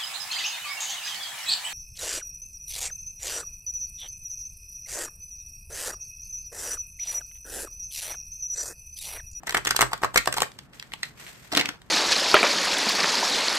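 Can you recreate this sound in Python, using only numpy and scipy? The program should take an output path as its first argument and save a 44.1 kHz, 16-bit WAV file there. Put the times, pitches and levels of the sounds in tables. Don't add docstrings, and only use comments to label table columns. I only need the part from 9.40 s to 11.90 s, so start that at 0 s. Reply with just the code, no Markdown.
import sys
import numpy as np
from scipy import signal
from scipy.fft import rfft, irfft
from scipy.io import wavfile
from scipy.ndimage import uniform_filter1d

SR = 44100
rng = np.random.default_rng(int(sys.argv[2]) if len(sys.argv) > 2 else 0)


def how_loud(loudness_db):
    steps = np.asarray(loudness_db, float) / 20
    return 10 ** steps


def int16_out(signal):
    q = np.round(np.clip(np.atleast_2d(signal).T, -1, 1) * 32767)
    wavfile.write(sys.argv[1], SR, q.astype(np.int16))


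N = 110250

# f/Hz, density/dB
AIR_SPECTRUM = [(25, -9), (45, -0.5), (90, -6.5), (135, 0.5), (250, -8.5), (500, -16), (1500, -18.5),
                (15000, -62.5)]
# t/s, level/dB
RUB_LEVEL = [(0, -87), (.07, -70.5), (1.0, -73.5), (1.1, -75), (1.25, -73.5), (1.27, -78.5), (1.315, -85),
             (1.345, -65), (1.49, -75.5), (1.53, -66), (1.595, -70), (1.66, -60), (1.75, -78), (1.8, -57),
             (1.9, -59.5), (1.94, -65), (2.1, -65), (2.3, -64), (2.4, -81), (2.5, -74.5)]
# f/Hz, density/dB
RUB_SPECTRUM = [(300, -3), (1200, -2), (2000, 3), (3500, -3), (9000, -7), (15000, -13)]
# t/s, slap peak/dB, snap/dB, slap f/Hz, length/ms
RIFFLE_CARDS = [(0.0327, -31, -37.5, 740, 2.8), (0.0668, -28, -23.5, 1300, 10.4),
                (0.077, -20, -46, 1940, 3.2), (0.093, -15.5, -16.5, 1770, 3.8),
                (0.0995, -24.5, -50, 1390, 3.4), (0.1075, -33, -17, 975, 1.3),
                (0.122, -28.5, -25, 990, 6.8), (0.1443, -9, -14.5, 1506, 6.1), (0.153, -25, -36, 1980, 5),
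                (0.161, -23.5, -37, 784, 3.2), (0.1676, -10, -20.5, 1700, 4.4),
                (0.1745, -37, -14, 1530, 1.9), (0.180, -20, -21, 900, 1.4), (0.2499, -21.5, -16, 1210, 2.7),
                (0.258, -17, -19.5, 1630, 1.4), (0.269, -11.5, -14, 1800, 6.4),
                (0.2755, -14.5, -17, 1700, 2.8), (0.291, -25, -17.5, 1220.0, 1.5),
                (0.3072, -9, -8, 1425, 3.58), (0.3285, -29, -33, 1970, 0.95),
                (0.3478, -23, -43.5, 880, 0.44), (0.3635, -15, -3.5, 1500, 2.6),
                (0.3913, -9, -10, 1090, 0.85), (0.4083, -7, -6.5, 1204, 3), (0.4162, -7, -1, 1350, 2.42),
                (0.4251, -4, -9.5, 1065, 1.85),
                (0.51, -38, -39, 885, 10), (0.5182, -25.5, -33.5, 900, 2.9),
              (0.5316, -10.5, -14.5, 1130, 2.61), (0.5773, -58, -34, 1020, 2.7),
              (0.6156, -29, -34.5, 890, 7.5), (0.6288, -22, -25, 970.0, 4.4),
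              (0.6344, -6.5, -20.5, 1120, 1.17), (0.645, -9, -18.5, 940, 3.12),
              (0.7405, -25, -24, 910, 8.8), (0.758, -4, -9.5, 1320, 4.4), (0.7732, -10, -5, 2070, 5),
              (0.7771, -7.5, -8.5, 1990, 3.16), (0.7815, -12, -15, 2060, 2), (0.788, -27, -44, 2010, 4),
              (0.857, -28.5, -20.5, 930, 3.5), (0.8732, -8, -11.5, 910, 4.04),
              (0.9254, -18.5, -15, 1500, 2.54), (0.9414, -19.5, -12, 1330, 0.47),
              (0.964, -21.5, -22.5, 960, 8.7), (0.9733, -21, -17, 1340, 3), (0.9818, -13, -13, 1015, 1.9),
              (1.0033, -18.5, -16, 1460.0, 3.5), (1.0186, -11, -8.5, 850, 4.2),
              (1.0305, -15, -17.5, 1730, 2.56)]
# f/Hz, density/dB
RIFFLE_SNAP = [(500, -19), (1800, -3.5), (3000, -2.5), (4500, -4), (6500, -5.5), (9000, -6), (13000, -14),
               (16000, -12.5)]
# f/Hz, level/dB, t60/s
TABLE_MODES = [(52, -35, .2), (78, -37, .12), (124, -31, .2), (250, -33, .06), (320, -26, .05),
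               (400, -21, .08), (500, -22, .05)]
# t/s, slap peak/dB, snap/dB, slap f/Hz
EDGE_TICKS = [(1.117, -53, -47, 885), (1.188, -38, -37.5, 975), (1.333, -49.5, -50.5, 1580),
              (1.397, -34, -35.5, 1940), (1.425, -29, -41, 1850), (1.519, -28, -54, 2090),
              (1.536, -27.5, -32.5, 950), (1.631, -18, -26, 2000), (1.645, -49, -53, 2320),
              (1.654, -36, -52, 2020), (1.707, -43, -75, 1730), (1.865, -30, -50, 2200),
              (1.879, -57, -44.5, 1950), (2.417, -49, -48, 1230)]
# f/Hz, density/dB
EDGE_SNAP = [(500, -29), (1800, 1), (3000, 2.5), (4500, 2), (6500, -7), (9000, -7.5), (13000, -16.5),
             (16000, -12)]
# t/s, level/dB
SLIDE_LEVEL = [
    (2.115, -72),
    (2.13, -45),
    (2.175, -24.5),
    (2.215, -35),
    (2.25, -41),
    (2.36, -53),
]
# f/Hz, density/dB
SLIDE_SPECTRUM = [(200, -8), (500, -6), (1800, -5.5), (5000, -11), (15000, -62)]
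# t/s, slap peak/dB, snap/dB, slap f/Hz, length/ms
SQUARING_KNOCKS = [(2.116, -27.5, -32.5, 1750, 8.7), (2.124, -25, -23.5, 820, 3.2),
                   (2.127, -26.5, -48, 272, 4), (2.129, -23.5, -28.5, 716, 10),
                   (2.1495, -13, -17.5, 1840, 3.1), (2.162, -32, -23, 1510, 5),
                   (2.166, -22.5, -35, 298, 5.5), (2.170, -22, -14.5, 720, 5.4),
                   (2.1762, -12.5, -8, 1630, 0.73), (2.191, -30, -26, 1270, 5),
                   (2.195, -9.5, -26.5, 2700, 3), (2.200, -25, -23, 293, 2.9),
                   (2.210, -15, -19, 2200, 3.38), (2.248, -24, -44.5, 1730, 5.5),
                   (2.256, -20.5, -23, 2180, 3.64), (2.288, -18, -23, 1580, 3.99)]
# f/Hz, level/dB, t60/s
PACK_MODES = [(55, -28, .15), (129, -26, .16), (230, -18, .07), (265, -13, .08), (295, -10, .11),
              (404, -18, .07)]
# f/Hz, phase/rad
PORT_PHASE = [(0, 0), (1600, -.7), (2400, -2.3), (5600, -3.9), (6900, -7.3), (10000, -3.5), (10900, -2.8),
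              (12600, -.2), (14900, 3.1)]


def rms_one(x):
    return x / np.sqrt(np.mean(x ** 2) + 1e-20)


def colour(x, points):
    hz, db = np.transpose(points)
    f = np.maximum(np.fft.rfftfreq(x.shape[-1], 1 / SR), 10)
    gain = how_loud(np.interp(np.log(f), np.log(hz), db, left=-70))
    return irfft(rfft(x) * gain, x.shape[-1])


def curve(rows):
    s, db = np.transpose(rows)
    return how_loud(np.interp(np.arange(N) / SR, s, db, left=-120, right=-120))


def drift(rate_hz):
    r = np.exp(-2 * np.pi * rate_hz / SR)
    noise = rng.standard_normal(N + SR)
    return rms_one(signal.lfilter([1], [1, -2 * r, r * r], noise)[SR:])


def ring(x, hz, t60_s):
    r, w = how_loud(-60 / (t60_s * SR)), 2 * np.pi * hz / SR
    return signal.lfilter([0, np.sin(w)], [1, -2 * r * np.cos(w), r * r], x + 1e-18)


def air():
    mid, side = colour(rng.standard_normal((2, N)), AIR_SPECTRUM)
    level = how_loud(-54.5 + 0.5 * drift(53))
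    return level * rms_one(mid + 0.46 * side * [[1], [-1]])


def friction(rows, points, grains_per_s, grain_db, patchy_db, channels):
    shape = (channels, N)
    struck = rng.random(shape) < grains_per_s / SR
    size = how_loud(grain_db * np.minimum(rng.exponential(1, shape), 4))
    grains = struck * size * rng.standard_normal(shape)
    return rms_one(colour(grains, points)) * curve(rows) * how_loud(patchy_db * drift(55))


def trapped_air_slap(noise, shape, hold_s, hz, taut):
    rise, cycles, overtone, low_share = .4, 6.5, 2, 0.27
    drive = 0.47 * noise * shape * np.clip(hold_s * 1000 - 2, .1, 3) / 6
    drive[int(rise * hold_s * SR)] -= 1
    t60_s = taut * cycles / hz
    slap = ring(drive, hz, t60_s) - how_loud(-6) * ring(drive, hz * overtone, t60_s / overtone)
    return signal.lfilter([1, -1], [1, -np.exp(-2 * np.pi * low_share * hz / SR)], slap)


def cards(rows, body, snap, snap_db, body_db):
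    size = 4096
    rise, crack_s = .4, 0.0004
    lead_db, lead_s, lead_n = -18.5, 0.0019, 500
    flap_db, flap_bright_db, flap_t60_s, flap_cycles, flap_alike = -12, -10, 0.05, 3.5, 0.81
    sides = np.array([[1], [-1]])
    t, f = np.arange(size) / SR, np.fft.rfftfreq(size, 1 / SR)
    slaps, snaps = np.zeros((2, 2, N + size))
    pushes = np.zeros((len(body), 2, N + size))
    noise = rng.standard_normal((len(rows), 8, size))
    for (s, slap_db, bright_db, hz, ms), (a, b, *c) in zip(rows, noise):
        i, hold_s = int(s * SR), max(ms, .5) / 1000
        slap_gain, snap_gain = how_loud(slap_db), how_loud(bright_db + snap_db)
        shape = (1 - np.exp(-(t / (rise * hold_s)) ** 2)) * np.exp(-(t / hold_s) ** 2)
        taut = 1 + 1.4 / (1 + (1800 / hz) ** 12)
        place = np.exp(1j * np.pi * f * 54.6e-6 * a[0] * sides)

        grain_db = 3 * rms_one(uniform_filter1d(a, size=90))
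        flap = how_loud(flap_db - 60 * t / flap_t60_s + grain_db) * (1 - np.exp(-t / hold_s))
        low = flap_alike * c[0] + np.array(c[1:3])
        high = flap_alike * c[3] + np.array(c[4:6])

        drag = high[:, -lead_n:] * np.exp(-t[:lead_n] / lead_s)[::-1]
        snaps[:, i - lead_n:i] += snap_gain * how_loud(lead_db) * drag
        crack = 1 + 0.53 * np.exp(-((t - rise * hold_s) / crack_s) ** 2)
        burst = irfft(rfft(b * shape * crack) * place)
        snaps[:, i:i + size] += snap_gain * (burst + high * flap * how_loud(flap_bright_db))

        slap = trapped_air_slap(a, shape, hold_s, hz, taut)
        placed = irfft(rfft(slap) * place) / np.abs(slap).max()
        low_flap = rms_one(ring(np.gradient(low, axis=1), hz, taut * flap_cycles / hz)) * flap
        slaps[:, i:i + size] += slap_gain * (placed + low_flap)

        mode_pan = 1 + 0.52 * a[-len(body):, None, None] * sides
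        mode_gain = how_loud(slap_db + body_db + 3 * b[-len(body):, None, None])
        pushes[:, :, i:i + 40] += mode_pan * mode_gain * np.hanning(40) / 20
    unit = np.sqrt(np.mean(colour(rng.standard_normal(N), snap) ** 2))
    thud = sum(how_loud(db) * ring(push, hz, t60_s) for push, (hz, db, t60_s) in zip(pushes, body))
    return (slaps + thud)[:, :N] + colour(snaps[:, :N], snap) / unit


def room(x):
    t60_s, dull_hz, start_s = 0.19, 5140, 0.00033
    t = np.arange(SR // 2) / SR
    noise = rng.standard_normal((2, len(t)))
    dull = signal.sosfilt(signal.butter(1, dull_hz / 2, fs=SR, output="sos"), noise)
    bright = 0.35 * (noise - dull) * how_loud(-60 * t / (1.17 * t60_s))
    tail = (dull * how_loud(-60 * t / t60_s) + bright) * (1 - np.exp(-t / start_s))
    tail /= np.sqrt(np.sum(tail ** 2, axis=1, keepdims=True))
    return how_loud(-11.5) * signal.fftconvolve(x[None], tail, axes=1)[:, :N]


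def scene():
    rub = how_loud(12.5) * friction(RUB_LEVEL, RUB_SPECTRUM, 9000.0, grain_db=-0.5, patchy_db=2.2, channels=2)
    riffle = cards(RIFFLE_CARDS, TABLE_MODES, RIFFLE_SNAP, snap_db=-2.5, body_db=-1.5)
    timed_ticks = [(*row, 2.77) for row in EDGE_TICKS]
    ticks = cards(timed_ticks, TABLE_MODES, EDGE_SNAP, snap_db=8.5, body_db=-13)
    slide = friction(SLIDE_LEVEL, SLIDE_SPECTRUM, 4400.0, grain_db=1.5, patchy_db=3, channels=1)
    knocks = cards(SQUARING_KNOCKS, PACK_MODES, EDGE_SNAP, snap_db=4.0, body_db=-10.5)
    near = riffle + ticks + slide + knocks
    return near + room(near[1]) + rub + air()


def roll_off(x):
    return signal.sosfilt(signal.butter(12, 16480, fs=SR, output="sos"), x)


def record(dry):
    top, shared, shared_above_hz, left_db = 1.0, .97, 7300, .4
    low_cut_hz, roll_hz, cutoff_hz = 29, 16300, 16400
    left, right = rfft(top * np.tanh(dry / top))
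    f = np.maximum(np.fft.rfftfreq(N, 1 / SR), 1)
    share = shared / (1 + (shared_above_hz / f) ** 24)
    left = share * right + np.sqrt(1 - share ** 2) * left
    left = left * how_loud(left_db) * np.exp(1j * np.interp(f, *np.transpose(PORT_PHASE)))
    band = (f < cutoff_hz) / (1 + (low_cut_hz / f) ** 4 + (f / roll_hz) ** 20)
    mix = irfft(np.array([left, right]) * band, N)
    return roll_off(mix)


dry = scene()
out = record(dry)
int16_out(out)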